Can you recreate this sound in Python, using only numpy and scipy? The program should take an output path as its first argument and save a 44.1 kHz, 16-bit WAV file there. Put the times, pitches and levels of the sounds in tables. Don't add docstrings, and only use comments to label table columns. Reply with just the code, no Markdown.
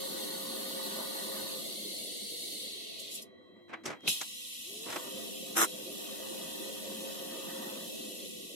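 import sys
import numpy as np
from scipy import signal
from scipy.fft import rfft, irfft, next_fast_len
from scipy.io import wavfile
from scipy.ndimage import uniform_filter1d

SR = 44100
rng = np.random.default_rng(int(sys.argv[2]) if len(sys.argv) > 2 else 0)


def unload_audio(sound):
    columns = np.transpose(np.atleast_2d(sound))
    steps = np.round(np.clip(columns, -1, 1) * 32767)
    wavfile.write(sys.argv[1], SR, steps.astype(np.int16))


N = 377043

MOVED_S = 3.6


def amp(db):
    return np.exp(np.asarray(db, dtype=np.float32) * np.float32(np.log(10) / 20))


def unit(x):
    return x / np.sqrt(np.mean(x ** 2) + 1e-20)


def along(points, hz):
    f, db = np.transpose(points)
    return amp(np.interp(np.log(hz + 1), np.log(f + 1), db))


def peaks(modes, hz):
    return sum(amp(db) / np.sqrt(1 + (2 * (hz - centre) / width) ** 2) for centre, width, db in modes)


def curves(rows):
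    seconds, *columns = np.transpose(rows)
    return [np.interp(np.arange(N) / SR, seconds, column) for column in columns]


def held(on_s, off_s, rise_db_s, fall_db_s):
    t = np.arange(N) / SR
    return -rise_db_s * (on_s - t).clip(0) - fall_db_s * (t - off_s).clip(0)


def wobble(rate):
    knots = rng.standard_normal(int(N * rate / SR) + 4)
    return np.interp(np.arange(N) * rate / SR, np.arange(len(knots)), knots)


def filtered(x, response):
    m = next_fast_len(x.shape[-1] + 8192)
    spectrum = rfft(x, m) * response(np.fft.rfftfreq(m, 1 / SR))
    return irfft(spectrum, m)[..., :x.shape[-1]]


def field(shape, bins, frames):
    values = rng.standard_normal(shape, dtype=np.float32)
    return unit(uniform_filter1d(uniform_filter1d(values, bins, 0), frames, 1))


def rush(response, patchy_db):
    z = signal.stft(rng.standard_normal(N, dtype=np.float32), nperseg=1024)[2]
    z = z * amp(patchy_db * field(z.shape, bins=8, frames=5))
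    depth = np.interp(np.arange(len(z)), [0, 30, 70], [0.85, 1.1, 1.6])[:, None]
    turn = np.exp(1j * (np.pi / 4 + depth * field(z.shape, bins=6, frames=10)))
    sides = (z * [turn, np.conj(turn)]).astype(np.complex64)
    noise = signal.istft(sides, nperseg=1024)[1][:, :N]
    return unit(filtered(noise, response))


def tone(hz, drift):
    phase = 2 * np.pi * np.cumsum(hz + np.zeros(N)) / SR + drift * wobble(14)
    apart = np.pi / 4 + 0.19 * wobble(2.98)
    sides = np.array([phase + apart, phase - apart]) % (2 * np.pi)
    return np.sqrt(2) * amp(3.7 * drift * wobble(18)) * np.sin(sides.astype(np.float32))


# centre in Hz, width in Hz, depth from 0 to 1.
NOTCH_FIRST = [(2390, 110, 0.74), (5030, 97, 0.69)]
NOTCH_SECOND = [(2385, 92, 0.8), (4860, 69, 0.3)]


def hiss(colour, notches):
    def response(f):
        gain = along(colour, f)
        for centre, width, depth in notches:
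            gain = gain * (1 - depth * peaks([(centre, width, 0)], f) ** 2)
        return gain
    return rush(response, patchy_db=-0.34)


# frequency in Hz, relative level in dB.
JET_FIRST = [(1290, -57), (2200, -9), (2420, -21.5), (2820, -7.5), (4300, 1), (4710, -4.5), (5070, -20),
             (5450, -13.5), (6130, -20), (6500, -15), (8450, -39), (14300, -120)]
JET_SECOND = [(1290, -57), (2200, -15), (2380, -6.5), (2570, -0.5), (2800, -1), (3300, 3), (3670, -1.5),
              (3980, 3), (4200, -2.5), (4780, -13.5), (5860, -6.5), (6500, -16), (8450, -38), (14300, -120)]
TREBLE_FIRST = [(2940, -46), (5000, -4), (5530, -5.5), (5720, -7.5), (6630, -4), (7190, -7), (7650, -3.5),
                (8180, -2), (9260, -0.5), (10200, -1), (12200, -5.5), (13400, -7), (14500, -25),
                (15100, -28), (15700, -14)]
TREBLE_SECOND = [(2940, -45.5), (5000, -3.5), (6170, -8), (6890, -2.5), (7220, -2.5), (7990, -3.5),
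                 (8580, -8.5), (9170, -0.5), (9950, -5), (11200, -2.5), (12300, -5), (13000, -10.5),
                 (14700, -10.5), (15700, -25)]
# time in seconds, share of full tilt from 0 to 1.
TILT = [(2.55, 0), (2.8, 0.31), (3.3, 0.78)]
TILT_DB, TILT_TREBLE_DB = -4, -16.5
# valve opens in seconds, valve shuts in seconds, jet level in dB before surge and sag,
# treble in dB above the jet.
FLOWS = [(-1, 3.2, -42.5, -1.2), (4.077, 9, -46.5, 0)]
OPEN_DB_S, SHUT_DB_S, SAG_DB_S = 3000, 380, 0.16
SURGE_DB, SURGE_DB_S = 20, 222
TREBLE_LAG_S, TREBLE_RISE_DB_S = .012, 700
# peak in seconds, level in dB, rise and fall in dB a second.
PUFFS = [(2.997, -46, 2000, 261), (3.117, -49, 1997, 698.5), (3.155, -39.5, 400, 395),
         (3.226, -42, 1499, 1100)]
LEAK_S, LEAK_DB, LEAK_DB_S, LEAK_TREBLE_DB = 4.07, -46, 420, -10
WHISTLE_HZ, WHISTLE_DB, WHISTLE_DB_S = 3220, -51.5, 226
EASE_S, EASE_DB_S = 8.03, 5


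def gas():
    t = np.arange(N) / SR
    first = t < MOVED_S
    share = curves(TILT)[0].clip(0, 1)
    blend = np.pi / 2 * np.where(first, share, 1)

    flow, bright = 0, 0
    for on, off, db, treble_db in FLOWS:
        valve_db = held(on, off, OPEN_DB_S, SHUT_DB_S)
        surge = amp(SURGE_DB + held(on, on, 0, SURGE_DB_S))
        level = amp(db - SAG_DB_S * (t - on) + valve_db) * (1 + surge)
        flow = flow + level
        bright = bright + level * amp(treble_db + held(on + TREBLE_LAG_S, off, TREBLE_RISE_DB_S, 0))
    leak = amp(LEAK_DB + held(LEAK_S, LEAK_S, LEAK_DB_S, SHUT_DB_S))
    flow = flow * amp(TILT_DB * share * first) + leak
    bright = bright * amp((TILT_DB + TILT_TREBLE_DB) * share * first) + amp(LEAK_TREBLE_DB) * leak
    puffs = sum(amp(db + held(s, s, rise, fall)) for s, db, rise, fall in PUFFS)

    jet = np.cos(blend) * hiss(JET_FIRST, NOTCH_FIRST) + np.sin(blend) * hiss(JET_SECOND, NOTCH_SECOND)
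    open_treble = hiss(TREBLE_SECOND, NOTCH_SECOND)
    treble = np.cos(blend) * hiss(TREBLE_FIRST, NOTCH_FIRST) + np.sin(blend) * open_treble
    whistle_level = amp(WHISTLE_DB + held(LEAK_S, LEAK_S, WHISTLE_DB_S, SHUT_DB_S))
    whistle = whistle_level * tone(WHISTLE_HZ, drift=0.51)
    unsteady = amp(held(0, EASE_S, 0, EASE_DB_S) + 0.5 * wobble(8.1) + 0.14 * wobble(25))
    return unsteady * (flow * jet + bright * treble + puffs * open_treble + whistle)


# frequency in Hz, relative level in dB.
SIZZLE = [(380, -21), (650, 2.5), (783, -4.5), (922, -3.5), (1230, -1.5), (1350, -16.5), (1470, -8),
          (1660, -15), (1950, -0.5), (2380, -63), (2500, -10), (3250, -13), (5500, -120)]
# frequency in Hz, dB above the sizzle in the first set-up, in the second.
RIPPLE = [(900, -15, -18), (949, -15.5, -10), (1120, -17.5, -16.5), (1196, -13.5, -39), (1236, -30, -20.5),
          (1478, -16.5, -47), (1790, -17.5, -13.5), (1985, -19, -20)]
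# full current in seconds, current drops in seconds, sizzle in dB at the end, fizz in dB.
WELDS = [(-1, 1.41, -48, -47.5), (5, 5.18, -59.5, -57), (6, 7.705, -52, -53)]
STRIKE_DB_S, SWELL_DB_S, SIZZLE_FADE_DB_S = 62, 2.5, 48
FIZZ_STRIKE_DB_S, FIZZ_FADE_DB_S, FIZZ_LINGERS_S = 27, 30, .15
# rise ends in seconds, fall begins in seconds, level in dB.
RUSTLES = [(2.24, 1.85, -65), (2.99, 2.92, -61), (3.1, 3.6, -72.5), (4.13, 4.24, -62.5),
           (4.88, 5.08, -54.5), (5.48, 5.8, -62.5), (8.0, 8.24, -76)]
RUSTLE_RISE_DB_S, RUSTLE_FALL_DB_S = 302, 256


def arc():
    sizzle = rush(lambda f: along(SIZZLE, f), patchy_db=2.3)
    first = np.arange(N) < MOVED_S * SR
    for hz, first_db, second_db in RIPPLE:
        sizzle = sizzle + amp(np.where(first, first_db, second_db)) * tone(hz, drift=0.4)
    fizz = rush(lambda f: peaks([(12200, 3200, 0)], f) ** 2, patchy_db=3.5)

    burn, top = 0, 0
    for on, off, sizzle_db, fizz_db in WELDS:
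        swell_db = held(off, off, SWELL_DB_S, 0)
        burn = burn + amp(sizzle_db + held(on, off, STRIKE_DB_S, SIZZLE_FADE_DB_S) + swell_db)
        top = top + amp(fizz_db + held(on, off + FIZZ_LINGERS_S, FIZZ_STRIKE_DB_S, FIZZ_FADE_DB_S))
    rustle = sum(amp(db + held(on, off, RUSTLE_RISE_DB_S, RUSTLE_FALL_DB_S)) for on, off, db in RUSTLES)
    return amp(1.7 * wobble(11)) * (burn + rustle) * sizzle + top * fizz


# time in seconds, blade tone in Hz,
# level of that tone in dB.
FAN = [(0, 535, -45.5), (1.45, 536, -49.5), (1.75, 517, -63), (2.4, 469, -57.5), (2.95, 425, -60),
       (3.55, 362, -64.5), (3.95, 310, -55), (4.02, 260, -72), (4.6, 220, -70), (4.7, 395, -53),
       (4.85, 462, -55), (5.08, 526, -54), (5.42, 530.5, -53), (5.7, 509, -51), (6.0, 529.3, -53.5),
       (7.0, 534.6, -48.5), (7.78, 533, -48.5), (7.95, 522, -57.5), (8.25, 505, -57), (8.55, 475, -58.5)]
# frequency in Hz, relative level in dB.
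ROAR = [(13, -82), (22, -46), (100, -20), (155, -15.5), (180, -10), (209, -10), (383, -7), (462, -9.5),
        (531, -3), (592, -10), (833, -25), (900, -44.5), (1170, -56), (1980, -120)]
# frequency in Hz, width in Hz, strength in dB.
CASING = [(208.4, 48, 12.5), (352, 29, 5.5), (400, 51, -2.5), (639, 12, 6.5), (688, 19, 12)]
# frequency in Hz, dB above the roar at full speed.
HUM = [(214, -10), (300, -11.5), (398, -9.5)]
FULL_HZ = 537.6
ROAR_DB, ROAR_DB_HZ, HUM_DB_HZ = -46, 0.08, 0.13


def fan():
    blade_hz, blade_db = curves(FAN)
    lost_hz = (FULL_HZ - blade_hz).clip(0)
    roar = rush(lambda f: along(ROAR, f) * (1 + peaks(CASING, f)), patchy_db=-1.2)
    hum = sum(amp(db) * tone(hz, drift=0.52) for hz, db in HUM) * amp(-HUM_DB_HZ * lost_hz)
    blades = amp(blade_db) * tone(blade_hz, drift=0.51)
    return amp(ROAR_DB - ROAR_DB_HZ * lost_hz) * (roar + hum) + blades


# frequency in Hz, level in dB before a lift of 3 dB.
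WHINE = [(100, -75.5), (300, -72), (502, -71), (1120, -84), (1943, -74.5), (1992, -79.5), (3220, -75.5),
         (3887, -86.5), (3935, -85), (3985, -74)]


def whine():
    return sum(amp(db + 3) * tone(hz, drift=0.25) for hz, db in WHINE)


# frequency in Hz, relative level in dB.
MURMUR = [(35, -82), (60, -45), (85, -7), (146, -21), (223, 0), (730, -52), (1100, -18.5), (1770, -80),
          (1950, -16.5), (2250, -28.5), (2600, -38), (3330, -32.5), (4100, -36), (4300, -51), (5200, -43.5),
          (8000, -46), (15000, -75)]


def murmur():
    return amp(-63.0) * rush(lambda f: along(MURMUR, f), patchy_db=4.0)


# frequency in Hz, width in Hz, strength in dB.
BENCH = [(95, 60, -14), (232, 51, 4), (330, 150, 19), (700, 190, 15.5), (1050, 180, 14), (1410, 260, 12),
         (2000, 660, 17), (2360, 110, 13), (3400, 620, -0.5), (5750, 680, 3), (7500, 900, 0),
         (11000, 3000, -6)]
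# start in seconds, level in dB, low thud and high click in dB
# against the middle band, seconds the middle takes to fade by 60 dB.
KNOCKS = [(3.68, -60, -4, -14, 0.2), (3.692, -50, -4, -17, 0.15), (3.712, -50, -5, -32, 0.33),
          (3.729, -40, -6, -22, 0.06), (3.734, -33.5, -13, -27, 0.087), (3.835, -53, 3, -3, 0.33),
          (3.854, -36, -0.5, 4.5, 0.13), (3.875, -38.5, -1, -8, 0.14), (3.898, -39.5, -4, -11, 0.2),
          (3.924, -39.5, -9, -18, 0.09), (4.007, -48, -15, -3, 0.011), (4.034, -58, 12.5, -19, 0.32),
          (4.05, -56, 11.5, 1, 0.2), (4.075, -27.5, -1, -10, 0.04), (4.208, -42, -8, 0, 0.036),
          (4.212, -32, -15, 6.5, 0.056), (4.86, -49, 5.5, -17, 0.21), (4.882, -42, -2, -15, 0.11),
          (4.899, -39, -11, -2, 0.13), (4.922, -37, -21, -3, 0.1), (4.942, -42, -12, -15, 0.087),
          (4.958, -28.5, -8, -7, 0.06)]


def knocks():
    out, t = np.zeros((2, N + SR)), np.arange(SR // 4) / SR

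    def below(f, edge_hz):
        return 1 / (1 + (f / edge_hz) ** 4)

    def bands(f):
        thud = below(f, 580) - below(f, 98)
        middle = below(f, 3250) - below(f, 570)
        click = 1 - below(f, 4700)
        return peaks(BENCH, f) / (1 + (f / 9000) ** 4) * np.array([[thud], [middle], [click]])

    for s, db, thud_db, click_db, t60 in KNOCKS:
        shared, own = rng.standard_normal(len(t)), rng.standard_normal((2, len(t)))
        parts = filtered(0.8 * shared + own, bands)
        rattle = 0
        for part, part_db, longer in zip(parts, (thud_db, 0, click_db), (1.3, 1, .7)):
            rattle = rattle + unit(part) * amp(part_db - 60 * t / (longer * t60))
        onset = 1 - np.exp(-t / min(0.0032, 0.083 * t60))
        out[:, round(s * SR):][:, :len(t)] += amp(db) * onset * rattle
    return out[:, :N] * amp(1.3 * wobble(160))


# frequency in Hz, level in dB, seconds to fade by 60 dB.
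THUMP = [(85, -42, .17), (175, -37, .13), (250, -40, .12)]
THUMP_S = 4.074


def thump():
    t = (np.arange(N) / SR - THUMP_S).clip(0)
    modes = sum(amp(db - 60 * t / t60) * np.sin(2 * np.pi * hz * t) for hz, db, t60 in THUMP)
    return (1 - np.exp(-t / 0.0037)) * modes


# start in seconds, level in dB, ring in Hz,
# seconds to fade by 60 dB.
CLACKS = [(4.077, -19.5, 2560, 0.026), (4.082, -28, 3500, 0.018), (4.0907, -17, 3000, 0.0057),
          (4.0934, -18, 7000, .002), (4.1015, -18, 2930, 0.0066), (4.11, -25, 3230, 0.011)]


def clacks():
    out, t = np.zeros(N), np.arange(SR // 20) / SR
    for s, db, hz, t60 in CLACKS:
        ring = (1 - np.exp(-t * hz)) * np.sin(2 * np.pi * hz * t)
        out[round(s * SR):][:len(t)] += amp(db - 60 * t / t60) * ring
    return out


# frequency in Hz, relative level in dB.
SPIT_COLOUR = [(110, -29), (180, -19.5), (335, -6), (584, -18.5), (773, -10), (932, -13.5), (1150, -8),
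               (1450, -6), (1900, -14), (2240, -13.5), (4000, -17.5), (4740, -42), (5010, -17), (5400, -13),
               (7420, -11.5), (14000, -15), (14700, -28), (15800, -44)]
SPIT_S, SPIT_END_S, SPIT_DB, SPIT_RISE_DB_S, SPIT_FALL_DB_S = 5.57, 5.646, -25.5, 1500, 1200
SPARK_HZ, BUZZ_DB, BUZZ_TOP_HZ = 111.4, -7, 2500


def spit():
    t, hz = np.arange(SR // 5) / SR, SPARK_HZ * np.arange(1, 40)[:, None]
    phase = 2 * np.pi * (hz * t + rng.random(hz.shape))
    size = along(SPIT_COLOUR, hz) / (1 + (hz / BUZZ_TOP_HZ) ** 2)
    overtones = np.sum(size * np.sin([phase + .5, phase - .5]), axis=1)
    buzz = np.zeros((2, N))
    buzz[:, round(SPIT_S * SR) - SR // 20:][:, :len(t)] = unit(overtones)
    sputter = rush(lambda f: along(SPIT_COLOUR, f), patchy_db=0.5)
    level_db = SPIT_DB + held(SPIT_S, SPIT_END_S, SPIT_RISE_DB_S, SPIT_FALL_DB_S)
    return amp(level_db + 1.3 * wobble(400)) * (sputter + amp(BUZZ_DB) * buzz)


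def scene():
    return gas() + arc() + fan() + whine() + murmur() + knocks() + thump() + clacks() + spit()


def record(dry):
    def response(hz):
        bass_cut = hz ** 2 / (hz ** 2 + 90 ** 2)
        dip = 1 - 0.48 * peaks([(2400, 69, 0)], hz) ** 2
        return (hz < 15810) * bass_cut * dip
    return filtered(dry, response)


dry = scene()
out = record(dry)
unload_audio(out)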